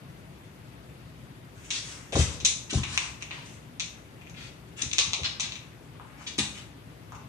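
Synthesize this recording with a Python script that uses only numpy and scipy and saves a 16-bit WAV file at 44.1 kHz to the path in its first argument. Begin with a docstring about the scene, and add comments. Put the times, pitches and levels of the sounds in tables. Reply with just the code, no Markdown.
"""A dog leaps off its cushion onto a hardwood floor and chases a scrap of food in a bare, echoing room.
Low room tone (shaped noise) lies under everything and is alone for 1.5 s; then claws begin to skid and tick:
grit and impulses through board resonances. From 2.1 s paws also thump, ringing decaying floor modes.
After a sparser stretch a dense flurry comes at 4.8-5.6 s, another burst near 6.3 s, last contacts at 7.1-7.3 s.
The room rings after each contact: decaying noise, with a new pattern for each spot on the floor."""
import sys
import numpy as np
from scipy import signal
from scipy.io import wavfile
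from scipy.ndimage import uniform_filter1d

SR = 44100
rng = np.random.default_rng(int(sys.argv[2]) if len(sys.argv) > 2 else 0)


def undo_db(level):
    """Turn decibels back into plain size, where 20 dB means ten times bigger."""
    steps = np.asarray(level, float) / 20
    return 10 ** steps


def wav_out(sig):
    """Save sig, one row per channel (or a flat mono array), as 16-bit PCM at SR to the path in sys.argv[1]."""
    wavfile.write(sys.argv[1], SR, np.round(np.clip(np.atleast_2d(sig).T, -1, 1) * 32767).astype(np.int16))


N = 321218
LEFT_LAG_S = .00034


def rms_one(x):
    """Scale to rms 1."""
    return x / np.sqrt(np.mean(x ** 2) + 1e-20)


def at_hz(points, hz):
    """Read a table on a log-frequency axis."""
    table_hz, values = np.array(points).T
    return np.interp(np.log(hz), np.log(table_hz), values)


def drift(rate_hz):
    """Slow random wander of rms 1: two-pole low-passed noise, computed on every 40th sample."""
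    r = np.exp(-80 * np.pi * rate_hz / SR)
    noise = rng.standard_normal(N // 40 + 2002)
    slow = signal.lfilter([1], [1, -2 * r, r * r], noise)[2000:]   # drop the filter's start-up
    return np.interp(np.arange(N) / 40, np.arange(len(slow)), rms_one(slow))


def resonate(x, hz, width_hz):
    """Two-pole resonance, gain 1 on top."""
    r = np.exp(-np.pi * width_hz / SR)
    zeros = np.array([1, 0, -1]) * (1 - r * r) / 2
    poles = [1, -2 * r * np.cos(2 * np.pi * hz / SR), r * r]
    return signal.lfilter(zeros, poles, x + 1e-18)


def diffuse_bands(size):
    """Yield centre Hz and a stereo noise band; mid and side are mixed for a set left-right likeness."""
    # band edges: f/Hz
    edges_hz = 25 * 2 ** np.arange(0, 9.6, .4)
    # left-right correlation: f/Hz, likeness/1
    likeness = [(60, 0.77), (240, 1), (950, 0.17), (3770, 0.02), (15000, -0.0)]
    # level of left over right: f/Hz, level/dB
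    left_over_right = [(60, 4.5), (240, 2.5), (950, 4), (3770, 4.5), (15000, 1)]
    white = rng.standard_normal((2, 2, size))
    for k, (low_hz, high_hz) in enumerate(zip(edges_hz, edges_hz[1:])):
        band_pass = signal.butter(2, [low_hz, high_hz], "band", fs=SR, output="sos")
        mid, side = signal.sosfilt(band_pass, white[k % 2])   # neighbouring bands are independent
        hz = np.sqrt(low_hz * high_hz)
        alike = np.clip(at_hz(likeness, hz), 0, 1)
        lean = undo_db(np.array([[.5], [-.5]]) * at_hz(left_over_right, hz))
        yield hz, lean * (np.sqrt(1 + alike) * mid + np.sqrt(1 - alike) * side * [[1], [-1]])


def room_tone():
    """Steady rumble and hiss of the house and the microphone, wavering a little; later on the left."""
    # spectrum of the tone: f/Hz, relative level/dB
    spectrum = [(21, -48), (35, -49), (54, 1.5), (91, -13), (124, 1), (205, -12.5), (239, -9.5),
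                (332, -12.5), (438, -22), (497, -10), (550, -14), (624, -20.5), (2770, -27), (5220, -36.5),
                (14700, -40.5)]
    together = drift(2.1)
    tone = np.zeros((2, N))
    for hz, band in diffuse_bands(N):
        tone += band * undo_db(at_hz(spectrum, hz) + 0.09 * together + 1.2 * drift(16))
    tone[0] = np.roll(tone[0], round(LEFT_LAG_S * SR))
    return undo_db(-47) * rms_one(tone)


def room(x, gap_s, build_s):
    """Reflections arrive after a short gap, thicken and die band by band; each spot has its own pattern."""
    # reverberation time: f/Hz, t60/s
    room_t60 = [(100, 1), (500, 1), (1400, 0.49), (3700, 0.4), (9700, 0.44)]
    # times between which the dog keeps to one spot: t/s
    moves_s = [0, 2.05, 2.38, 2.66, 2.93, 3.7, 4.7, 4.96, 5.12, 5.38, 5.9, 8]
    early_db, early_s = 3.5, 0.011   # the first echoes, from the near wall, are louder
    uneven_db, uneven_s = 8.0, 0.01   # and uneven
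    t = np.arange(int(.7 * SR)) / SR
    out = np.zeros((2, N + SR))
    for start_s, end_s in zip(moves_s, moves_s[1:]):
        echo = sum(band * undo_db(-60 * t / at_hz(room_t60, hz)) for hz, band in diffuse_bands(len(t)))
        echo *= 1 - np.exp(-np.maximum(t - gap_s, 0) / build_s)
        chance = rng.standard_normal(len(t) // 16 + 1).repeat(16)[:len(t)]
        echo *= undo_db(early_db * np.exp(-t / early_s) + uneven_db * np.exp(-t / uneven_s) * chance)
        echo /= np.sqrt(np.sum(echo ** 2) / 2)
        i, j = int(start_s * SR), int(end_s * SR)
        heard = signal.fftconvolve(x[None, i:j], echo, axes=1)
        out[:, i:i + heard.shape[1]] += heard
    return out[:, :N]


def paws():
    """Slap and weight are soft pushes; each rings the floor modes near its centre until the paw damps them."""
    # paws set down: t/s, relative level of the pad's slap/dB, centre of the modes reached f/Hz,
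    # free ringing/s, relative level of the weight that follows/dB
    thumps = [(2.124, -31, 545, .033, -19), (2.153, -26, 740, 0.053, -40),
              (2.164, -21.5, 360, 0.015, -12.5), (2.19, -28.5, 460, .04, -16.5),
              (2.247, -45, 200, 0.026, -53), (2.428, -38.5, 203, 0.036, -60),
              (2.728, -28.5, 260, 0.026, -13.5), (2.733, -35.5, 704, 0.088, -47),
              (2.772, -26.5, 185, .034, -23.5), (4.833, -36, 197, 0.01, -32),
              (4.985, -40.5, 454, 0.026, -47), (5.066, -35.5, 120, 0.035, -56),
              (5.189, -42.5, 434, 0.034, -29.5), (6.385, -25.5, 227, 0.12, -33.5),
              (7.238, -39.5, 145, 0.044, -43)]
    # floor as a plate on joists: f/Hz, relative level/dB, t60/s
    floor = [(60.4, -3, 0.19), (84, 5, 0.11), (123, 2, 0.19), (158, -9, 0.45), (209.6, -1, 0.22),
             (264, 5, 0.069), (314, 7, 0.055), (384, 1.5, 0.11), (491, 0.5, 0.14), (555, 1.5, 0.1),
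             (680, 3, 0.087), (780, -1, 0.12), (1040, 5.5, 0.032)]
    # the weight comes later and reaches the deepest modes
    weight_lag_s, weight_hz, weight_free_s = 0.02526, 100.3, 0.019
    shortest_rise_s, damping_s = 0.0054, .008
    pushes = []
    for at_s, slap_db, slap_hz, slap_free_s, weight_db in thumps:
        pushes.append((at_s, slap_db, slap_hz, slap_free_s))
        pushes.append((at_s + weight_lag_s, weight_db, weight_hz, weight_free_s))
    uneven_db = rng.normal(0, 0.81, (len(pushes), len(floor)))
    out, t = np.zeros(N + SR), np.arange(SR // 2) / SR
    for (at_s, db, centre_hz, free_s), own_db in zip(pushes, uneven_db):
        ringing = np.zeros(len(t))
        for (hz, level_db, t60_s), own in zip(floor, own_db):
            off_centre_db = 13.5 * np.log2(hz / centre_hz) ** 2
            ringing += undo_db(level_db + own - 60 * t / t60_s - off_centre_db) * np.sin(2 * np.pi * hz * t)
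        damped = np.exp(-np.maximum(t - free_s, 0) / damping_s)
        rise = np.sin(np.pi / 2 * np.minimum(t / max(1 / centre_hz, shortest_rise_s), 1))
        i = round(at_s * SR)
        out[i:i + len(t)] += undo_db(db) * ringing * damped * rise
    return out[:N]


def contact_force(k, octaves, outer):
    """Taps and knocks on board resonance k: one impulse per contact. Rows: direct, into the room."""
    # claw taps: t/s, relative level of the middle resonance/dB, tilt/(dB/octave),
    # drop of the other resonances/dB, level sent into the room over direct/dB
    taps = [(1.7045, -20.5, -3, 8.5, 6.5), (2.1238, -24, -7, 12, 4), (2.155, -18.5, 8, 19.5, 6),
            (2.4016, -26.5, -3.5, 12, 3.5), (2.4493, -6.5, 0, 13.5, 4), (2.7073, -42.5, 8, 0, 7),
            (2.7295, -30, 4, 16.5, 13), (2.74, -32, 1, 20, -8), (2.784, -34.5, 7, 5, -9),
            (2.8338, -23.5, -12.5, 7.5, 4), (2.9764, -9.5, -10, 4, -6), (3.224, -28, -9, 1.5, -2.5),
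            (3.309, -29, -20.5, 12, 5), (3.7975, -15, -3, 12, 2.5), (4.2129, -59.5, -16, -8, 2.5),
            (4.2663, -62, -15, -11.5, 4), (4.2976, -40, 8.5, 12.5, -3), (4.343, -52, -17, -1, 2),
            (4.818, -19.5, 2.5, 11.5, 6), (4.914, -15, -11, 19, -6), (4.93, -22, -3, 10.5, 8.5),
            (4.9834, -2, -2.5, 13.5, 1), (5.1335, -6.5, -5, 15, -2), (5.234, -17.5, -10, 12, -4),
            (5.3981, -17.5, -1, 11, 6), (5.4648, -17, 2, 32, -16), (5.5215, -17, -10, 18, -5),
            (5.538, -30, -3, 15, -5), (5.5557, -26.5, -9.5, 10, -0.5), (6.272, -34.5, 11, 14, 6.5),
            (6.3878, -6.5, -4, 19, 1), (6.4747, -44, 9, 2, -4), (7.1215, -52, 0, -0.5, -2),
            (7.149, -56.5, -5, -5, 6)]
    # how strongly a tap drives each board resonance: level/dB
    tap_colour_db = [15.2, 29.45, 22.3, 35.03, 13.3]
    # dull knocks, lowest resonance only: t/s, relative level/dB
    knocks = [(2.126, -42), (2.1559, -19), (2.782, -27.5), (2.8338, -45), (2.9764, -39), (3.309, -37.5),
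              (5.1331, -22), (5.3977, -25), (5.998, -29.5), (6.2109, -36), (7.1217, -27), (7.148, -31)]
    knock_colour_db, knock_room_db = 29, -1
    force = np.zeros((2, N))
    at_s, middle_db, tilt_db, lower_db, sent_db = np.array(taps).T
    tap_db = middle_db + tilt_db * octaves - lower_db * outer + tap_colour_db[k]
    force[:, np.round(at_s * SR).astype(int)] = undo_db([tap_db, tap_db + sent_db])
    if k == 0:
        at_s, knock_db = np.array(knocks).T
        sent = np.array([[0], [knock_room_db]])
        force[:, np.round(at_s * SR).astype(int)] += undo_db(knock_db + knock_colour_db + sent)
    return force


def drag_pressure(k, octaves, outer):
    """Skids and scrapes on board resonance k: pressure swells and fades once per stroke."""
    # claws skidding: start t/s, length/s, relative level of the middle resonance/dB,
    # tilt/(dB/octave), drop of the other resonances/dB
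    skids = [(1.534, 0.64, -70, -0.5, -4), (1.703, 0.1, -36.5, -0.5, 17), (1.818, 0.19, -58, 3.5, 10),
             (2.121, 0.024, -47.5, -4, -0.5), (2.154, .1, -39, -0.5, 5.5), (2.246, 0.15, -52, -1, 10),
             (2.447, 0.0067, -58, 27.5, -6), (2.694, 0.017, -38, -7, 11), (2.718, 0.082, -45.5, -0.5, 6),
             (2.832, 0.31, -47.5, 0, 10), (3.201, 0.027, -53, -7, 8), (3.292, 0.18, -54, -9.5, 11),
             (3.428, 0.17, -71, -1.5, -2.5), (4.359, 0.03, -53, -14, 12), (4.37, 0.13, -52, -6.5, 11),
             (4.761, 0.11, -51.5, -5.5, 3.5), (5.001, 0.011, -25, 7, 24), (5.24, 0.02, -27, -9, 18),
             (5.414, 0.043, -36, -9, 17), (6.166, 0.12, -62.5, -2, 7), (6.263, 0.021, -33, -11.5, 20),
             (6.379, 0.018, -42, 1, -2.5), (6.533, 0.085, -54, -5.5, 6)]
    # how strongly a skid drives each board resonance: level/dB
    skid_colour_db = [4, 13, 5, 14.5, 0.5]
    # dull scrapes, lowest resonance only: start t/s, length/s, relative level/dB
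    scrapes = [(1.858, 0.25, -53.5), (2.855, 0.28, -46), (3.293, 0.091, -47), (4.997, 0.016, -29.5),
               (6.003, .26, -53), (6.174, 0.051, -49), (6.379, .032, -38)]
    scrape_colour_db = -0.5
    strokes = []
    for start_s, length_s, db, tilt_db, lower_db in skids:
        strokes.append((start_s, length_s, db + tilt_db * octaves - lower_db * outer + skid_colour_db[k]))
    if k == 0:
        strokes += [(start_s, length_s, db + scrape_colour_db) for start_s, length_s, db in scrapes]
    pressure, t = np.zeros(N), np.arange(N) / SR
    for start_s, length_s, db in strokes:
        length_s = max(length_s, .005)
        i, j = int(start_s * SR), int((start_s + length_s) * SR)
        share = np.clip((t[i:j] - start_s) / length_s, 0, 1) ** .75   # peaks before mid-stroke
        pressure[i:j] += undo_db(db) * np.sin(np.pi * share)
    return pressure


def claws():
    """Single contacts and dense uneven drags excite the board resonances. 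Rows: direct, into the room."""
    # board surface under a claw (knock, low, middle, high, edge): f/Hz, width of one filter pass/Hz
    board = [(1020, 640), (2450, 980), (3750, 1050), (6150, 1700), (8800, 2400)]
    grains_per_s, skid_room_db, drag_db = 9000, 4, 3.5
    drag_damping = 2.2   # widening of the resonances under a dragging claw
    grit = undo_db(2.5 * np.minimum(rng.exponential(1, N), 5)) * rng.choice([-1, 1], N)
    grit *= rng.random(N) < grains_per_s / SR
    grit = rms_one(grit) * undo_db(2 * drift(60))
    out = np.zeros((2, N))
    middle_hz = board[2][0]
    for k, (hz, width_hz) in enumerate(board):
        octaves = np.log2(np.clip(hz, board[1][0], board[3][0]) / middle_hz)
        outer = hz != middle_hz
        force = contact_force(k, octaves, outer)
        scraped = drag_pressure(k, octaves, outer) * grit * undo_db(np.array([[0], [skid_room_db]]))
        # two passes: steep flanks keep the valleys dark
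        tapped = resonate(resonate(force, hz, width_hz), hz, width_hz)
        drag_width_hz = drag_damping * width_hz
        dragged = resonate(resonate(scraped, hz, drag_width_hz), hz, drag_width_hz)
        out += (-1) ** k * (tapped + dragged * undo_db(drag_db))
    # claw sounds are softened above about 11.5 kHz
    return signal.sosfilt(signal.butter(2, 11500, fs=SR, output="sos"), out)


def scene():
    """Direct sound plus room, over the room tone; direct sound is louder and a little later on the left."""
    (ticks, ticks_sent), thumps = claws(), paws()
    direct = (ticks * undo_db(-4) + thumps) * undo_db([[1.8], [-1.8]])
    direct[0] = np.roll(direct[0], round(LEFT_LAG_S / 2 * SR))
    wet = room(ticks_sent + thumps * undo_db(-14), gap_s=.001, build_s=.002)
    return direct + wet + room_tone()


def band_limit(x):
    """A steep low-pass at the top of the band."""
    return signal.sosfilt(signal.butter(12, 15630, fs=SR, output="sos"), x)


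def record(dry):
    """Peaks are rounded, the microphone rolls off deep bass, faint top treble sinks when loud, top is cut."""
    rounded = .85 * np.tanh(dry / .85)
    thinned = signal.sosfilt(signal.butter(4, 55, "high", fs=SR, output="sos"), rounded)
    body = signal.sosfiltfilt(signal.butter(8, 11700, fs=SR, output="sos"), thinned)
    bright = signal.sosfilt(signal.butter(2, 1500, "high", fs=SR, output="sos"), body.mean(axis=0))
    level_db = 10 * np.log10(uniform_filter1d(bright ** 2, size=1400) + 1e-12)
    kept = undo_db(-np.clip(1.4 * (level_db + 46.5), 0, 30))
    top_cut = signal.cheby2(8, 50, 15700, fs=SR, output="sos")
    mix = signal.sosfilt(top_cut, body + kept * (thinned - body))
    return band_limit(mix)


dry = scene()
out = record(dry)
wav_out(out)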